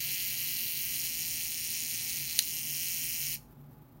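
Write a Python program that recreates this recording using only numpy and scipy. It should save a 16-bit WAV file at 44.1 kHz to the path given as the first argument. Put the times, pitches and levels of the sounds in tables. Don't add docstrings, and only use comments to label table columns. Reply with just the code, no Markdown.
import sys
import numpy as np
from scipy import signal
from scipy.fft import rfft, irfft, next_fast_len
from scipy.io import wavfile
from scipy.ndimage import map_coordinates

SR = 44100
rng = np.random.default_rng(int(sys.argv[2]) if len(sys.argv) > 2 else 0)


def store_pcm(level_fs):
    pcm = np.round(np.clip(level_fs, -1, 1) * 32767).astype(np.int16)
    wavfile.write(sys.argv[1], SR, np.atleast_2d(pcm).T)


N = 176400
T = np.arange(N) / SR
FFT_SIZE = next_fast_len(N + SR)
HZ = np.fft.rfftfreq(FFT_SIZE, 1 / SR)

# (frequency [Hz], width [Hz], tick level [dB], tock level [dB], catch level [dB])
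CASE_MODES = [(1868, 478, -5, -7, 0.5), (2256, 460, 3, -4.5, -13.5), (2871, 492, 4, -3, -0.5),
              (3660, 480, -29, -13, -5.5), (4052, 470, -6, -2.5, 7.5), (5728, 344, -1, -3.5, -2),
              (5740, 310, -13, -15.5, -8.5), (6590, 1100, 0.5, -5, -14), (8550, 800, -2.5, -3.5, -28),
              (9670, 640, 0, -4, 0), (10970, 840, 0.5, -7.5, 5.5), (12360, 970, 4, 1, -7.5),
              (14270, 1200, -2, 3, -9.5), (16010, 1360, 6, 0, -1.5)]


def escapement():
    # (time [s], free-running rate [cycles/s], level [dB])
    spring_drive = [(0, 189, -34), (.6, 184, -33), (1.2, 169, -33.5), (1.6, 163.6, -34), (2.25, 169, -33),
                    (2.5, 160, -32.5), (2.9, 174, -31.5), (3.34, 166, -32.5)]
    turn_s, first_bind_s, bind_width_s, bind_hz, bind_db = .382, .35, .032, 11, .86
    flutter_hz, flutter_db = 3, .22
    stall_s, slowing_s, fade_db_per_s = 3.3474, .095, 527
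    tock_lag = .55
    free_rate, level_db = curves(spring_drive)
    from_bind = (T - first_bind_s + turn_s / 2) % turn_s - turn_s / 2
    bind = np.exp(-.5 * (from_bind / bind_width_s) ** 2)
    flutter = wobble(22)
    stalled_s = np.maximum(T - stall_s, 0)
    rate = (free_rate - bind_hz * bind + flutter_hz * flutter) * np.exp(-stalled_s / slowing_s)
    cycles = np.cumsum(rate) / SR
    force = amp(flutter_db * flutter - bind_db * bind - fade_db_per_s * stalled_s)
    ticks = unit(pallet(cycles, scatter_db=.35, rattle=1.2))
    tocks = unit(pallet(cycles - tock_lag, scatter_db=-.2, rattle=2.48))
    gear_hiss = amp(-12) * rng.standard_normal(N)
    _, _, tick_db, tock_db, _ = np.transpose(CASE_MODES)
    tick_ring = filtered(force * (ticks + gear_hiss), case(tick_db))
    tock_ring = filtered(force * tocks, case(tock_db))
    return amp(level_db) * shifting_colour(unit(tick_ring + tock_ring), turn_s)


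def pallet(cycles, scatter_db, rattle, contacts=14, rattle_s=.00055, lead_s=.00015, jitter_s=.00009):
    beats = np.interp(np.arange(1, int(cycles[-1])), cycles, T)
    draws = rng.standard_normal((800, 3, contacts + 1))[:len(beats)]
    times = beats[:, None] + jitter_s * draws[:, 0, :1]
    sizes = amp(scatter_db * draws[:, 1, :1])
    delays = rattle_s * np.hypot(draws[:, 0, 1:], draws[:, 1, 1:]) ** 2 / 2 - lead_s
    light_hits = impulses(times + delays, sizes * np.sign(draws[:, 2, 1:]) / np.sqrt(contacts))
    low_cut = signal.butter(2, 3860, "high", fs=SR)
    return impulses(times, sizes) + rattle * signal.lfilter(*low_cut, light_hits)


def case(levels_db, low_cut_hz=1050, damping=1, in_step_below_hz=0):
    # (frequency [Hz], half width [Hz], gain [dB])
    hollows = [(7715, 435, -6.5), (10010, 130, -5)]
    ring = 0
    for k, ((hz, width, *_), db) in enumerate(zip(CASE_MODES, levels_db)):
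        loss = 1j * HZ * width * damping
        sign = 1 if hz < in_step_below_hz else (-1) ** k
        ring = ring + sign * amp(db) * loss / (hz * hz - HZ ** 2 + loss)
    hollow_db = sum(db * np.exp(-((HZ - hz) / width) ** 2) for hz, width, db in hollows)
    low_cut = signal.butter(5, low_cut_hz, "high", fs=SR)
    return ring * amp(hollow_db) * signal.freqz(*low_cut, worN=HZ, fs=SR)[1]


def shifting_colour(buzz, turn_s, pulses_per_turn=4, pulse_db=1.5, crest_s=.382):
    edges = [0, 2700, 3300, 4900, 10400, 22050]
    # (time [s], gain [dB])
    lowest_ring = [(0, 4.5), (.6, 0.5), (1.3, 0.3), (2.35, 1), (2.43, -3.5), (2.85, -1.5), (3.05, -0.5),
                   (3.3, -0.5)]
    # (time [s], gain [dB])
    low_ring = [(0, 2.5), (.6, 1.4), (1.3, -0.2), (2.35, -2.5), (2.45, -1), (3.3, -2)]
    # (time [s], gain [dB])
    mid_ring = [(0, 3), (.5, 2), (.77, 2.5), (.85, -1.5), (1, 1.5), (1.9, 1), (2.36, 2), (2.55, -4),
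                (3.3, -2.5)]
    # (time [s], gain [dB])
    high_ring = [(0, -1), (.9, -2), (.96, 0.9), (1.9, 2), (2.25, -1.5), (2.7, -0.5), (3.3, -0.7)]
    # (time [s], gain [dB])
    sizzle = [(0, -0.5), (0.699, -1), (1.5, -2.5), (2.3, -4), (3.299, -3)]
    gains_db = [curves(band)[0] for band in (lowest_ring, low_ring, mid_ring, high_ring, sizzle)]
    gains_db[2] += pulse_db * np.cos(2 * np.pi * pulses_per_turn * (T - crest_s) / turn_s)
    bands = zip(edges, edges[1:], gains_db)
    return sum(amp(db) * filtered(buzz, (HZ >= low) & (HZ < high)) for low, high, db in bands)


def catch(gain_db=7, scrape=.45):
    # (time [s], relative level [dB], scrape decay [s])
    contacts = [(2.3901, -18, .0006), (2.3907, -12.5, 0.00053), (2.391, -1, .0004), (2.3933, -22, .0006),
                (2.3941, -6, 0.00034)]
    blows, t = np.zeros(N), T[:SR // 100]
    for start_s, db, decay_s in contacts:
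        blow = rng.standard_normal(len(t)) * np.exp(-t / decay_s)
        blow *= scrape / np.linalg.norm(blow)
        blow[0] = 1
        blows[round(start_s * SR):][:len(t)] += amp(db + gain_db) * blow
    catch_db = np.transpose(CASE_MODES)[-1]
    return filtered(blows, case(catch_db, low_cut_hz=1870, damping=1.09, in_step_below_hz=8000))


def room(timer, scatter_db=-16, scatter_s=.0081, tail_db=-15.5):
    # (frequency [Hz], time to fall 60 dB [s])
    decay_times = [(500, .35), (3000, 0.26), (8000, 0.31), (15000, .25)]
    scatter = rng.standard_normal(N) * np.sqrt(T) * np.exp(-T / scatter_s)
    hz, t, noise = signal.stft(rng.standard_normal(SR // 2), SR, nperseg=256)
    decay = amp(-60 * t / along(decay_times, hz)[:, None])
    _, tail = signal.istft(noise * decay, SR, nperseg=256)
    early = amp(scatter_db) * rfft(scatter / np.linalg.norm(scatter), FFT_SIZE)
    late = amp(tail_db) * rfft(tail / np.linalg.norm(tail), FFT_SIZE)
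    return filtered(timer, early + late)


def fingers(level_db=-65, roughness_db=2.5):
    # (frequency [Hz], relative level [dB])
    rub_colour = [(2000, -16), (8000, -21), (11500, -12.5), (13000, -6), (15500, -5.5)]
    rub = amp(roughness_db * wobble(81)) * rng.standard_normal(N)
    return amp(level_db) * unit(filtered(rub, amp(along(rub_colour, HZ))))


def house(air_db=-56, rumble_cut_hz=36):
    # (frequency [Hz], relative level [dB])
    room_tone = [(25, -15), (48, -2), (90, -14.5), (145, -4), (185, -13.5), (235, -8), (320, -16),
                 (480, -23), (800, -24), (1200, -28), (2000, -38.5), (7700, -53), (15500, -66)]
    # (time [s], level [dB])
    swells = [(0, -62.5), (.38, -59), (.55, -70), (.88, -54), (1.05, -65.5), (1.7, -61), (2.05, -65),
              (2.25, -56), (2.46, -74), (2.72, -56), (2.85, -57.5), (3.05, -61), (3.35, -55), (3.48, -67),
              (3.64, -54.5), (3.75, -61), (4, -65)]
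    # (frequency [Hz], level [dB], unsteadiness [0-1])
    hum_lines = [(119.4, -65.5, .3), (239.6, -70.5, 0.5), (374.7, -77, 0.3), (844, -75, 0.18),
                 (1190, -83.5, 0.6)]
    colour = amp(along(room_tone, HZ)) * HZ ** 4 / (HZ ** 4 + rumble_cut_hz ** 4)
    air = amp(air_db) * unit(filtered(rng.standard_normal(N), colour))
    drone = amp(curves(swells)[0]) * wavering(hz=142.4, unsteadiness=.31)
    hum = sum(amp(db) * wavering(hz, unsteadiness) for hz, db, unsteadiness in hum_lines)
    return air + drone + hum


def wavering(hz, unsteadiness, rate=14):
    drift = 1 - unsteadiness + unsteadiness * (wobble(rate) + 1j * wobble(rate))
    return unit(np.real(drift * np.exp(2j * np.pi * hz * T)))


def wobble(rate):
    return map_coordinates(rng.standard_normal(4096), [T * rate], mode="mirror")


def impulses(times, sizes):
    samples = np.clip(times * SR, 0, N - 1).astype(int)
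    return np.bincount(samples.ravel(), sizes.ravel(), N)


def amp(db):
    return 10 ** (np.asarray(db) / 20)


def unit(x):
    return x / np.sqrt(np.mean(x ** 2) + 1e-20)


def along(points, hz):
    knots_hz, values = np.transpose(points)
    return np.interp(np.log(hz + 1), np.log(knots_hz + 1), values)


def curves(rows):
    times, *columns = np.transpose(rows)
    return [np.interp(T, times, column) for column in columns]


def filtered(x, response):
    return irfft(rfft(x, FFT_SIZE) * response, FFT_SIZE)[:N]


def scene():
    timer = escapement() + catch()
    return (timer + room(timer) + fingers() + house())[None]


def record(dry):
    top_hz = 15800
    return filtered(dry[0], HZ < top_hz)[None]


dry = scene()
out = record(dry)
store_pcm(out)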